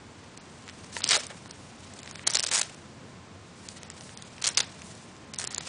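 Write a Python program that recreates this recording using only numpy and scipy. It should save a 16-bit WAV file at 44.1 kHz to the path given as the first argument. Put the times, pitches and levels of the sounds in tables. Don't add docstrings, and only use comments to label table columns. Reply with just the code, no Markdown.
import sys
import numpy as np
from scipy import signal
from scipy.fft import rfft, irfft, next_fast_len
from scipy.io import wavfile
from scipy.ndimage import uniform_filter1d, minimum_filter1d, map_coordinates

SR = 44100
rng = np.random.default_rng(int(sys.argv[2]) if len(sys.argv) > 2 else 0)


def gain_from_decibels(decibels):
    exponent = np.asarray(decibels, float) / 20
    return 10 ** exponent


def int16_out(signal):
    q = np.round(np.clip(np.atleast_2d(signal).T, -1, 1) * 32767)
    wavfile.write(sys.argv[1], SR, q.astype(np.int16))


N = 250488


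def unit(x):
    return x / np.sqrt(np.mean(x ** 2) + 1e-20)


def along(points, hz):
    f, v = np.transpose(points)
    return np.interp(np.log(hz + 1), np.log(f + 1), v)


def filtered(x, response):
    n = x.shape[-1]
    m = next_fast_len(n + 1024)
    return irfft(rfft(x, m) * response(np.fft.rfftfreq(m, 1 / SR)), m)[..., :n]


def wobble(rate):
    knots = rng.standard_normal(int(N * rate / SR) + 4)
    return map_coordinates(knots, [np.arange(N) * rate / SR])


# (frequency [Hz], level [dB])
AIR_COLOUR = [(12, -56), (20, -20), (53, -15.5), (67, -13.5), (87, -2.5), (230, -3), (276, -7), (350, -9),
              (561, -12), (923, -14), (7740, -28), (9800, -37), (10600, -66), (13800, -92), (22000, -120)]
# (frequency [Hz], level [dB])
APPLIANCES = [(87, -60.5), (1052, -65)]


def house():
    air = unit(filtered(rng.standard_normal(N), lambda f: gain_from_decibels(along(AIR_COLOUR, f))))
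    t = np.arange(N) / SR
    tones = np.zeros(N)
    for hz, db in APPLIANCES:
        tones += gain_from_decibels(db + 1.5 * wobble(3.6)) * np.sin(2 * np.pi * hz * t + 2.24 * wobble(9))
    return gain_from_decibels(-48.5 + 0.36 * wobble(3.3)) * air + tones


# (frequency [Hz], fade time [s])
ECHO_TIME = [(400, 0.39), (2000, 0.32), (9000, 0.17)]


def room(x):
    hz, t, z = signal.stft(rng.standard_normal(SR // 2), SR, nperseg=256)
    fade = gain_from_decibels(-60 * t / along(ECHO_TIME, hz)[:, None])
    tail = signal.istft(z * fade, SR, nperseg=256)[1]
    late = np.pad(x, (350, 0))
    return signal.fftconvolve(late, tail / np.linalg.norm(tail))[:N]


# (time [s], crackle level [dB], sliding above crackle [dB])
MOVES = [(0, -85, 15), (.19, -61, -8), (.52, -56.5, -8), (.92, -54, -7), (1.33, -54, -3), (1.6, -59, 0),
         (1.92, -52, -6), (2.23, -49.5, -12), (2.72, -50, -10.5), (3.0, -71, 6.5), (3.2, -72, -1),
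         (3.55, -60, -3.5), (3.72, -51, 2), (3.89, -53.5, -16.5), (4.04, -56, 6.5), (4.68, -51.5, -20),
         (4.85, -52, 0.5), (5.3, -65, -6)]


def handling():
    s, level_db, share_db = np.transpose(MOVES)
    t = np.arange(N) / SR
    return np.interp(t, s, level_db), np.interp(t, s, level_db + share_db)


def fractures(shape, spread_db):
    noise = rng.standard_normal(shape)
    return noise * gain_from_decibels(spread_db * np.minimum(rng.exponential(size=shape), 6))


def swish():
    grains = fractures(N, spread_db=2.5)
    slide = filtered(grains, lambda f: gain_from_decibels(-7 * np.log2((f + 1) / 6800) ** 2))
    return gain_from_decibels(handling()[1] - 1.0 + 1.3 * wobble(13) + 1.8 * wobble(40)) * unit(slide)


# (frequency [Hz], level [dB])
CRACKLE_COLOUR = [(280, -46), (480, -6), (806, -22), (882, -11), (1780, -16.5), (2210, -4.5), (4750, -1),
                  (8620, -3), (10100, -12.5), (10600, -39), (13800, -79), (22000, -120)]


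def crackle_db(f):
    return along(CRACKLE_COLOUR, f)


# (frequency [Hz], level [dB])
BODY_COLOUR = [(250, -24.5), (420, -9.5), (600, -6.5), (1000, -6), (1900, -2.5), (2800, -11.5), (5000, -30)]


def body_gain(f):
    return gain_from_decibels(along(BODY_COLOUR, f))


# (peak time [s], crackle level [dB], rise [dB/s], fall [dB/s], sheet body [dB])
SHEET_PULLS = [(.97, -42.5, 300, 40, -0.5), (1.12, -23.5, 201.5, 168, -3), (1.2, -38, 150, 121, -22),
               (1.31, -53, 300, 400, 13), (2.28, -42, 204, 295, 7), (2.351, -38, 116, 277, 1.5),
               (2.44, -30, 902, 900, -13), (2.545, -28, 200, 136, -5.5), (2.6, -38.5, 150, 108, -2),
               (4.478, -28, 291, 420, -0.5), (4.61, -39, 220, 182, 2), (5.4, -46.5, 298, 36, 4.5),
               (5.68, -42.5, 62, 100, -6.5)]


def rustle():
    s, db, rise, fall, body_db = np.transpose(SHEET_PULLS)[:, :, None]
    t = np.arange(N) / SR - s
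    pull = gain_from_decibels(db - np.where(t < 0, -rise, fall) * t)
    idle = gain_from_decibels(handling()[0])
    clumps = gain_from_decibels(3.8 * wobble(90) + 0.96 * wobble(300))
    breaks = clumps * fractures(N, spread_db=3.0)
    crackle = unit(filtered(breaks, lambda f: gain_from_decibels(crackle_db(f))))
    body = unit(filtered(breaks, body_gain))
    crisp = np.maximum(pull.max(axis=0), idle)
    flex = np.maximum((pull * gain_from_decibels(body_db)).max(axis=0), idle * gain_from_decibels(-2))
    return gain_from_decibels(-4.0) * crisp * crackle + gain_from_decibels(-8.5) * flex * body


# (time [s], level [dB], pitch [Hz])
CONTACTS = [
    (.967, -27, 937),
    (1.043, -31, 298),
    (1.176, -25, 590),
    (1.307, -33, 560),
    (2.274, -34, 338),
    (2.303, -33, 1210),
    (5.341, -46, 360),
    (5.442, -36.5, 400),
    (5.582, -36, 423),
]


def knocks():
    s, db, hz = np.transpose(CONTACTS)[:, :, None]
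    t = np.arange(2048) / SR
    soft_start = 1 - np.exp(-t / 0.00072)
    ring = gain_from_decibels(db - 60 * t / 0.03) * np.sin(2 * np.pi * hz * t) * soft_start
    where = np.round((s + t) * SR).astype(int)
    return np.bincount(where.ravel(), ring.ravel(), N)[:N]


def at_peak(rows, peak_db):
    power = uniform_filter1d(rows ** 2, size=66, axis=1).max(axis=1, keepdims=True)
    return gain_from_decibels(peak_db) * rows / np.sqrt(2 * power)


def snaps(table, trim_db):
    s, db, hz, thump_db, ms = np.transpose(table)[:, :, None]
    t = (np.arange(1024) - 400) / SR
    u = t / (np.clip(ms - 1.1, .5, 12) / 1000)
    edge = 0.84 + 0.22 * ms
    steepness = np.where(u < 0, 1.23, 1.2)
    shape = np.exp(-(steepness * np.abs(u)) ** edge)
    creak = gain_from_decibels(-19 - 60 * np.abs(t) / .025)
    shape = np.maximum(shape, creak)
    breaks = shape * fractures(shape.shape, spread_db=3)
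    ripple = rng.uniform(0, 2 * np.pi, (len(s), 2))

    def crease(f):
        uneven_db = 2.2 * (np.sin(f / 430 + ripple[:, :1]) + np.sin(f / 190 + ripple[:, 1:]))
        return gain_from_decibels(uneven_db - 9.9 * np.log2((f + 1) / hz) ** 2 + 0.12 * crackle_db(f))

    crack = at_peak(filtered(breaks, crease), db - 1)
    thump = at_peak(filtered(breaks, body_gain), db + thump_db - 6.5)
    both = gain_from_decibels(trim_db) * (crack + thump)
    where = np.round((s + t) * SR).astype(int)
    return np.bincount(where.ravel(), both.ravel(), N + 1024)[:N]


# (time [s], peak level [dB], colour [Hz], sheet thump [dB])
LONE_TICKS = [(0.3756, -35, 6140, -2), (0.6243, -46, 3380, -8), (0.6796, -40.5, 4150, 10),
              (.6896, -36.5, 3200, 3), (0.6974, -35.5, 3600, -2), (.845, -43, 5060, -14),
              (1.268, -28.5, 6730, -17), (1.4594, -45, 3520, 12), (1.5104, -31, 5350, -5),
              (1.9382, -38, 6260, -1), (1.991, -35, 4680, -12), (2.032, -35, 4360, -13),
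              (2.0603, -39.5, 7250, 6), (2.0765, -34.5, 3470, 3), (2.1123, -33, 6100, 3),
              (2.1573, -32.5, 3800, 3), (2.1944, -42.5, 3160, 14), (2.7464, -41, 6760, -9),
              (5.361, -35.5, 4840, -9), (3.688, -27, 4700, -24), (3.8328, -33.5, 5840, 2.5),
              (4.382, -42.5, 3120, 7), (3.9019, -29.5, 6200, -3), (4.0097, -35, 4900, -3),
              (4.0934, -41, 2600, 3), (4.1746, -31, 5400, -21), (4.2237, -32.5, 4400, -12),
              (4.8196, -37, 4800, 4.5), (4.9523, -40.5, 6470, -12), (5.655, -36.5, 5700, -19)]


def ticks():
    return snaps([(*row, 1.6) for row in LONE_TICKS], trim_db=0.5)


# (start [s], end [s], peak level [dB], colour [Hz], sheet thump [dB])
TEARS = [
    (1.114, 1.161, -18.5, 3960, -1),
    (2.519, 2.538, -25.5, 6550, 0.5),
    (2.537, 2.569, -19.5, 7640, -7),
    (2.579, 2.597, -18.5, 7100, -3),
    (4.449, 4.462, -20.5, 4700, -6.5),
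    (4.468, 4.477, -16, 5160, -11.5),
    (5.401, 5.437, -33.5, 6390, -4),
    (5.509, 5.545, -38, 5620, -1),
]


def tears():
    gap = .0052
    rows = []
    for start, end, db, hz, thump_db in TEARS:
        rows += [(s, db, hz, thump_db) for s in np.arange(start, end, gap)]
    chance = rng.standard_normal((len(rows), 4)) * [.25 * gap, 2.4, 450, 2.5]
    slip_ms = np.full(len(rows), 3.45)
    return snaps(np.c_[np.array(rows) + chance, slip_ms], trim_db=0.0)


# (time [s], peak level [dB], colour [Hz], sheet thump [dB], length [ms])
BITE_ONE = [(.9311, -37.5, 5200, -2, 10), (.9421, -37, 6060, -14, 9.6), (1.0062, -36, 4860, 11.5, 1.5),
            (1.161, -18.5, 5900, -6, 5.4), (.956, -33, 5430, -21, 15), (.9675, -29, 4800, 13.5, 2.3),
            (.975, -31, 5420, -21, 6.6), (.989, -32, 6920, -23, 10), (1.0204, -25.5, 3780, -21, 1.2),
            (1.042, -10.5, 5540, -35, 1.57), (1.0507, -26, 5110, -20, 3.6), (1.071, -30, 6500, -20, 3.4),
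            (1.0772, -18, 6200, -22, 1.9), (1.091, -11, 6000, -13, 1.46), (1.1, -20, 3680, -9, 8.1),
            (1.1091, -12, 5250, -4, 3.4), (1.133, -15.5, 2800, -7, 4.4), (1.1475, -20, 5140, 4, 14),
            (1.1671, -18.5, 6300, 3.5, 3.5), (1.1751, -23, 6230, -21, 1.5), (1.1962, -31, 5200, -21, 13.7)]
# (time [s], peak level [dB], colour [Hz], sheet thump [dB], length [ms])
BITE_TWO = [(2.2695, -18, 6550, -19, 2.5), (2.2753, -10, 5800, -5, 4.16), (2.301, -21, 5860, -7, 1.5),
            (2.307, -19.5, 6600, -11, 1.7), (2.3161, -28, 6870, -15, 3.5), (2.3275, -29, 5770, -14, 3.3),
            (2.3375, -18.5, 5970, -20, 4.3), (2.3479, -13.5, 4670, -7, .8),
            (2.3546, -10.5, 5300, -9.5, 5.2), (2.3615, -19, 5210, -25, 1.9), (2.3708, -13, 5930, -2, .96),
            (2.3899, -19.5, 5770, -7, 3.4), (2.3962, -14.5, 5490, -7.5, .7), (2.404, -20.5, 5570, -2, 1.4),
            (2.4288, -20, 5520, -20, 2.7), (2.436, -16.5, 6340, -9, 1.4), (2.44, -17, 5210, -2.5, 1.2),
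            (2.4482, -27, 5430, 2.5, 2.4), (2.4664, -19, 4900, -6, 3.1), (2.473, -22, 5520, -25, 3),
            (2.489, -25.5, 5650, -5, 5.2), (2.5143, -21.5, 5330, -2, 2.4), (2.616, -14, 5440, -5, 4.3),
            (2.631, -24, 5820, -5, 1.5)]
# (time [s], peak level [dB], colour [Hz], sheet thump [dB], length [ms])
BITE_THREE = [(4.4237, -24.5, 6100, -2, 3.2), (4.4424, -16, 4530, -8, 2.4), (4.4778, -14, 6195, -14, 3.5),
              (4.4893, -16, 5260, -20, 1.4), (4.549, -31, 4520, -14, 6), (4.5739, -8, 5230, -11, 2.34),
              (4.5787, -13, 4600, -4, 4.2), (4.586, -18, 5200, -11, 3.2), (4.592, -19, 5900, 1, 1.5),
              (4.6057, -13.5, 4850, -3.5, 5.7), (5.3383, -29, 5370, -1.1, 3.3),
              (5.345, -30.5, 5570, -6, 1.1), (5.3875, -18, 6700, -35, 1.1),
              (5.3982, -25.5, 6340, -1.5, 6.7), (5.4168, -28, 5280, 3, 1.8), (5.6735, -32, 5400, -1, 6.4),
              (5.442, -22, 5840, -1, 1.8), (5.4492, -26, 6200, -12, 1.4), (5.4746, -21.5, 6900, -6, 3.2),
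              (4.418, -35, 5437, -15, 6), (5.547, -19, 5730, -27, 1.2), (5.562, -30, 4760, -8, 2.2),
              (5.5818, -16.5, 6260, -7, 1.14), (5.609, -32, 4560, 3.5, 5.7)]


def bites():
    return snaps(BITE_ONE + BITE_TWO + BITE_THREE, trim_db=-0.5)


def scene():
    paper = bites() + tears() + ticks() + knocks() + rustle() + swish()
    return (paper + gain_from_decibels(-15.5) * room(paper) + house())[None]


# (frequency [Hz], kept range [dB])
KEPT_RANGE = [(2000, 45), (3300, 26), (4300, 15), (5500, 10), (9000, 9.5)]


def starved(x):
    lead, hop, blocks = 247, 192, 6
    hz, _, z = signal.stft(np.pad(x, (lead, blocks * hop)), SR, nperseg=2 * hop)
    edges = np.r_[0:30:5, 30:96:8, 96]
    band = np.searchsorted(edges, np.arange(len(hz)), "right") - 1
    power = np.add.reduceat(abs(z) ** 2, edges, axis=0) / np.bincount(band)[:, None]
    size = np.sqrt(power)
    smooth = uniform_filter1d(size, size=5, axis=0)
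    near = -minimum_filter1d(-smooth, size=5, axis=1)
    frames = np.arange(size.shape[1]) // blocks
    starts = np.arange(0, len(frames), blocks)
    loudest = np.maximum.reduceat(near, starts, axis=1)[:, frames]
    ragged_db = 3.1 * rng.standard_normal(size.shape)[:, np.arange(len(frames)) // 2]
    keep = size > loudest * gain_from_decibels(ragged_db - along(KEPT_RANGE, hz[edges])[:, None])
    return signal.istft(z * keep[band], SR, nperseg=2 * hop)[1][lead:lead + N]


def roll_off(x):
    return signal.sosfilt(signal.butter(12, 11130, fs=SR, output="sos"), x)


def record(dry):
    sound = filtered(starved(dry[0]), lambda hz: 1 / (1 + (hz / 10010) ** 120))
    return roll_off(sound[None])


dry = scene()
out = record(dry)
int16_out(out)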